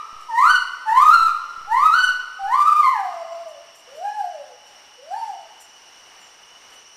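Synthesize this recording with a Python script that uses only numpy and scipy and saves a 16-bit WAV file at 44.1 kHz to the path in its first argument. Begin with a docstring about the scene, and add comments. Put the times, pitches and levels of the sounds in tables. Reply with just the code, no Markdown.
"""A gibbon gives four loud rising whoops, the last sinking to a moan, then two soft hoots.
Its voice is an almost pure tone that beats against echoes from roof and ground and lingers in the trees.
The wire mesh of its cage ticks and squeaks as it swings about.
Cicadas drone in the forest all round, and soft low pops come in short runs."""
import sys
import numpy as np
from scipy import signal
from scipy.fft import rfft, irfft, next_fast_len
from scipy.io import wavfile
from scipy.ndimage import uniform_filter1d, minimum_filter1d

SR = 44100
rng = np.random.default_rng(int(sys.argv[2]) if len(sys.argv) > 2 else 0)


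def bounce(signal):
    """Save signal as a 16-bit WAV file at the path given by the first command-line argument."""
    frames = np.transpose(np.atleast_2d(signal))
    limited = np.clip(frames, -1, 1)
    pcm = np.round(limited * 32767).astype(np.int16)
    wavfile.write(sys.argv[1], SR, pcm)


N = 306936
LEAD = SR  # samples of song before time zero
TIME = np.arange(-LEAD, N) / SR
TOP_HZ = 15500

# Whoops; the first ends before time zero, so only its echo is heard. The last three columns set overtones.
# start_s, shelf_s, top_s, end_s, start_hz, low_hz, shelf_hz, top_hz, sagged_hz,
# climb_power, quaver_share, level_db, sag_db, second_db, third_db, upper_db
WHOOP_SHAPES = [(-.56, -.38, -.28, -.1, 900, 870, 1210, 1320, 1240, 1.7, .02, -1, -3, 0, -4, -3),
                (.283, .462, .505, .59, 1000, 892, 1335, 1500, 1505, 2.0, .008, .2, -2.5, .5, -3, 2),
                (.853, 1.035, 1.138, 1.315, 880, 872, 1245, 1380, 1290, 1.5, .018, 2, -6.5, -2, -1, .5),
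                (1.668, 1.85, 1.965, 2.11, 780, 870, 1272, 1498, 1490, 1.1, .012, -1, .3, .5, -3, -.5),
                (2.388, 2.565, 2.68, 2.862, 790, 778, 1180, 1250, 1165, 2.0, .035, -1.5, -2.5, -1, -1.5, .5)]
# Higher notes are sung harder, until the strained top: pitch_hz, level_db
LEVEL_BY_PITCH = [(780, -22.5), (890, -19.5), (1030, -15), (1250, -11.5), (1400, -11.5), (1520, -14.7)]
# The four soft calls, each a free glide: time_s, pitch_hz, level_db
MOAN = [(2.835, 1120, -11.5), (2.88, 1016, -16.5), (2.93, 1000, -23), (2.96, 860, -22.5), (3.0, 790, -19),
        (3.11, 695, -34), (3.23, 664, -29.5), (3.41, 680, -31), (3.59, 565, -44)]
GRUNT = [(3.94, 520, -61), (3.97, 457, -49), (4.01, 429, -54)]
HOOT_1 = [(3.87, 484, -49), (3.98, 620, -35), (4.055, 820, -23.5), (4.18, 855, -26.5), (4.235, 735, -25),
          (4.31, 685, -39), (4.38, 588, -30.5), (4.44, 533, -47), (4.58, 475, -55)]
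HOOT_2 = [(4.975, 476, -52), (5.04, 575, -41), (5.1, 680, -32), (5.14, 820, -24), (5.175, 930, -28.5),
          (5.26, 869, -29), (5.31, 779, -28), (5.35, 703, -40), (5.46, 650, -49)]
# Each soft call with its overtones: glide, second_db, third_db, upper_db
SOFT_CALLS = [(MOAN, 0, -1, 0), (GRUNT, -6, -6, -4), (HOOT_1, -1, -2.25, 0), (HOOT_2, -4.5, -1.5, 3)]
# How a wide-open mouth and rounded lips pass overtones: frequency_hz, gain_db
OPEN_MOUTH = [(1500, -23), (1780, -10), (1940, -10), (2230, -26), (2700, -28.5), (3050, -27), (3550, -34.5),
              (3950, -23.5), (4500, -20.5), (5000, -33), (5700, -27), (7200, -29), (8900, -30.5),
              (9900, -41), (13000, -48)]
ROUND_LIPS = [(1000, -35), (1400, -25.5), (1700, -21), (2000, -38), (3700, -40), (4150, -35), (4550, -22),
              (5300, -37), (6700, -44), (7550, -26), (9000, -37), (10400, -29.5), (12000, -48)]
# Echoes from roof, ground and bank: delay_s, gain_db
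ECHOES = [(.0125, -6.5), (.028, -8.5), (.052, -10), (.074, -13), (.118, -17.5)]
# Soft soil swallows the lows of echoes, and leaves dull their highs: frequency_hz, gain_db
SOIL_TONE = [(500, -3), (900, 0), (1300, 1), (1550, 3)]
LEAF_TONE = [(1500, 0), (4400, 0), (6000, -4), (10000, -5)]
# Tugs on the wire mesh, and squeaks of slipping wire: start_s, level_db
MESH_TICKS = [(0.206, -44), (3.482, -44), (3.7519, -39.5), (3.7894, -48), (3.9563, -43), (4.6643, -50),
              (5.6054, -34.5), (6.2113, -48), (6.6987, -47), (6.7344, -47.5)]
MESH_SQUEAKS = [(4.67, -65), (5.615, -56), (6.215, -56)]
# Where the mesh rings: pitch_hz, width_hz, level_db
MESH_RINGS = [(7250, 580, -2), (8400, 970, -3), (11200, 3800, -3)]
# Runs of soft low pops: start_s, length_s, level_db
POP_RUNS = [(.128, .05, -46), (.462, .05, -42), (.915, .12, -47), (1.112, .1, -45), (1.215, .01, -35),
            (1.577, .26, -48), (2.012, .085, -47), (2.433, .05, -46)]
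# The tones of the nearest cicada: pitch_hz, width_hz, level_db, swell_db
NEAR_CICADA = [(2965, 40, -59.5, 4), (3500, 45, -73.5, 2), (5900, 45, -68.5, 11.5), (6460, 50, -80, 13),
               (8880, 60, -78, 9.5), (9430, 70, -83, 0)]
# How hard it sings: time_s, effort (0 to 1)
CICADA_EFFORT = [(0, 0), (5.2, 0.52), (5.9, 0.84), (6.96, 0.99)]
# The drone of far cicadas: pitch_hz, width_hz, level_db
FAR_CICADAS = [(2877, 290, -56.5), (5414, 370, -61), (5644, 410, -57), (8600, 470, -72.5)]
# The hush of forest air and distant insects: frequency_hz, gain_db
AIR_TONE = [(25, -13.5), (50, -15.5), (80, -15), (150, -15.5), (270, -12), (400, -6.5), (550, -6),
            (850, -.7), (1500, -3.6), (2200, -4.5), (3700, -11.6), (4700, -10.2), (6800, -18), (8500, -22),
            (10500, -25), (13000, -27.5), (15000, -33)]
# The tone of the faint fizz on loud sounds: frequency_hz, gain_db
FIZZ_TONE = [(100, 0), (600, -0.5), (3000, 4), (8000, -0.5), (15000, -3.0)]


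def gibbon():
    """The whoops and soft calls, ringing through the cage and trees."""
    whoops = sum(voice(whoop(*shape), second, third, upper) for *shape, second, third, upper in WHOOP_SHAPES)
    soft_calls = sum(voice(*call) for call in SOFT_CALLS)
    return echoes(whoops + soft_calls)


def whoop(start_s, shelf_s, top_s, end_s, start_hz, low_hz, shelf_hz, top_hz, sagged_hz,
          climb_power, quaver_share, level_db, sag_db):
    """One whoop as rows of time, pitch and level: it climbs to a shelf, steps up, sags and lets go."""
    scoop_s, step_s, swell_s, let_go_s, quaver_hz = .04, .048, .042, .045, 9.5
    t = np.linspace(start_s, end_s, 200)
    ramp = lambda begin, finish: np.interp(t, [begin, finish], [0, 1])
    scoop = 1 - ramp(start_s, start_s + scoop_s)
    climb = ramp(start_s + scoop_s, shelf_s) ** climb_power
    step = ramp(top_s - step_s, top_s)
    sag = ramp(top_s, end_s - let_go_s)
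    let_go = ramp(end_s - let_go_s, end_s)
    hz = low_hz + (start_hz - low_hz) * scoop + (shelf_hz - low_hz) * climb
    hz += (top_hz - shelf_hz) * step + (sagged_hz - top_hz) * sag
    quaver = quaver_share * step * np.cos(2 * np.pi * quaver_hz * (t - top_s))
    swell = ramp(start_s, start_s + swell_s)
    shape_db = -15 * (1 - swell) + sag_db * sag - 24 * let_go ** 2.5
    db = level_db + np.interp(hz, *np.transpose(LEVEL_BY_PITCH)) + shape_db
    hz *= 1 + quaver - .15 * let_go ** 1.5  # the pitch falls before the level does
    return np.transpose([t, hz, db])


def voice(glide, second_db, third_db, upper_db, jitter=.003, waver_db=2.0, shimmer_db=2.7, rasp=.9):
    """One call: a strong tone whose weak overtones light up as they cross the mouth's resonances."""
    times, pitches, levels = np.transpose(glide)
    singing = (TIME > times[0]) & (TIME < times[-1])
    t = TIME[singing]
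    hz = uniform_filter1d(np.interp(t, times, pitches), size=700)
    hz *= 1 + jitter * wander(110.5, len(t))
    db = np.interp(t, times, levels)
    opening = np.interp(db, [-27, -22], [0, 1])  # the mouth opens for loud notes
    strain = np.interp(hz, [1370, 1500], [0, 1])  # top notes skew the wave, adding even harmonics
    bright_db = opening * np.interp(hz, [900, 1250, 1500], [-4, 0, 3])  # higher is brighter
    release = np.interp(t[-1] - t, [.03, .048], [1, 0])  # overtones flare as the voice lets go
    phase = 2 * np.pi * np.cumsum(hz) / SR
    tone = np.sin(phase)
    for k in range(2, 13):
        if k == 2:
            overtone_db = second_db + 11 * release
        else:
            overtone_db = (third_db if k == 3 else upper_db - 10) + bright_db + 6 * release
        overtone_db += waver_db * wander(25.13, len(t))
        if k % 2 == 0:
            overtone_db += 12 * strain * np.sqrt(2 / k)
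        mouth = opening * gain_at(k * hz, OPEN_MOUTH) + (1 - opening) * gain_at(k * hz, ROUND_LIPS)
        overtone = np.sin(k * phase + rasp * wander(140, len(t)))
        tone += (k * hz < TOP_HZ) * from_db(overtone_db) * mouth * overtone
    fade = np.clip(np.minimum(t - t[0], t[-1] - t) / 0.0078, 0, 1)
    out = np.zeros(len(TIME))
    out[singing] = tone * fade * from_db(db + shimmer_db * wander(60, len(t)))
    return out


def echoes(song, cage_db=-7.3, cage_ring_s=0.56, trees_db=-12.2, trees_ring_s=1.6, build_s=0.022):
    """The direct song, a few clear echoes, quick scatter from the cage and a long tail from the trees."""
    t = np.arange(2 * SR) / SR
    response = np.zeros(len(t))
    for db, ring_s in ((cage_db, cage_ring_s), (trees_db, trees_ring_s)):
        fade = np.exp(-np.log(1000) * t / ring_s)  # 60 dB down after ring_s
        tail = rng.standard_normal(len(t)) * fade * (1 - np.exp(-t / build_s))
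        response += from_db(db) * tail / np.linalg.norm(tail)
    response = colour(response, SOIL_TONE)
    for delay_s, db in ECHOES:
        response[int(delay_s * SR)] += from_db(db)
    response = colour(response, LEAF_TONE)
    response[0] += 1  # the direct sound stays crisp
    return signal.fftconvolve(song, response)[LEAD:LEAD + N]


def wire_mesh(tick_db=-12, rattle_db=1.0, squeak_hz=7230):
    """Each tug makes the wires chatter against each other; now and then one slips and squeaks."""
    wires = sum(from_db(db) * noise_band(hz, width_hz) for hz, width_hz, db in MESH_RINGS)
    tugs = uniform_filter1d(fading_hits(MESH_TICKS, decay_s=.028), size=700)
    slips = uniform_filter1d(fading_hits(MESH_SQUEAKS, decay_s=.07), size=700)
    squeaks = noise_band(squeak_hz, width_hz=130) * slips
    ticks = unit_level(wires) * tugs * from_db(tick_db - rattle_db * wander(450))
    return ticks + squeaks


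def pops(gap_s=.0345, thud_db=-2, crackle_db=-6):
    """Small steps in pressure leak away, heard as dull pops with a brief crackle."""
    steps = [(s, db) for start, length, db in POP_RUNS for s in np.arange(start, start + length, gap_s)]
    thuds = fading_hits(steps, decay_s=.093)
    crackle = noise_band(350, width_hz=600) * fading_hits(steps, decay_s=.0039)
    return from_db(thud_db) * thuds + from_db(crackle_db) * crackle


def cicadas(drift_db=0.74):
    """Far cicadas drone, while a near one whines louder as it sings harder."""
    far = sum(from_db(db + drift_db * wander(12)) * noise_band(hz, width_hz)
              for hz, width_hz, db in FAR_CICADAS)
    effort = np.interp(TIME[LEAD:], *np.transpose(CICADA_EFFORT))
    near = sum(from_db(db + swell_db * effort) * noise_band(hz, width_hz)
               for hz, width_hz, db, swell_db in NEAR_CICADA)
    return far + near


def forest_air(level_db=-51.5, drift_db=1.2):
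    """A soft hush of air and distant insects that gently wavers."""
    level = from_db(level_db + drift_db * wander(7.5))
    return level * unit_level(colour(rng.standard_normal(N), AIR_TONE))


def from_db(db):
    """Turn decibels into a gain."""
    return 10 ** (np.asarray(db) / 20)


def unit_level(x):
    """Scale to an average (rms) level of 1."""
    return x / np.sqrt(np.mean(x ** 2))


def gain_at(hz, curve):
    """Read the gain off a tone curve at these frequencies."""
    curve_hz, curve_db = np.transpose(curve)
    return from_db(np.interp(np.log(hz + 1), np.log(curve_hz), curve_db))


def colour(x, curve):
    """Filter a sound by a tone curve."""
    return irfft(rfft(x) * gain_at(np.fft.rfftfreq(len(x), 1 / SR), curve), len(x))


def noise_band(hz, width_hz):
    """Noise gathered around one pitch, at level 1."""
    size = next_fast_len(N)
    distance = 2 * (np.fft.rfftfreq(size, 1 / SR) - hz) / width_hz
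    spectrum = rfft(rng.standard_normal(size)) / (1 + distance ** 2)
    return unit_level(irfft(spectrum, size)[:N])


def wander(rate_hz, size=N):
    """A smooth random drift, typically 1 away from zero."""
    hold = max(int(SR / rate_hz), 2)
    steps = np.repeat(rng.standard_normal(size // hold + 1), hold)
    return unit_level(uniform_filter1d(steps, hold)[:size])


def fading_hits(events, decay_s):
    """A level that jumps at each event and then dies away."""
    hits = np.zeros(N)
    for start_s, db in events:
        hits[np.searchsorted(TIME[LEAD:], start_s)] += from_db(db)
    return signal.lfilter([1], [1, -np.exp(-1 / (decay_s * SR))], hits)


def scene():
    """Gibbon, forest, cage and pops in one channel."""
    return (gibbon() + forest_air() + cicadas() + wire_mesh() + pops())[None]


def record(dry, fizz_db=-30.7, growth=1.2, grain_db=3.5, ceiling=.85):
    """A faint fizz rides on loud sounds, a limiter holds the peaks, and the highest treble is cut."""
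    loudness = np.sqrt(np.abs(uniform_filter1d(dry[0] ** 2, size=1000)))
    fizz = unit_level(colour(rng.standard_normal(N), FIZZ_TONE))
    fizz *= loudness ** growth * from_db(fizz_db + grain_db * wander(900))
    allowed_gain = ceiling / np.maximum(np.abs(dry[0]), ceiling)
    gain = uniform_filter1d(minimum_filter1d(allowed_gain, size=400), size=400)
    treble_cut = signal.ellip(10, .2, 80, TOP_HZ, fs=SR, output="sos")
    return signal.sosfilt(treble_cut, dry * gain + fizz)


dry = scene()
out = record(dry)
bounce(out)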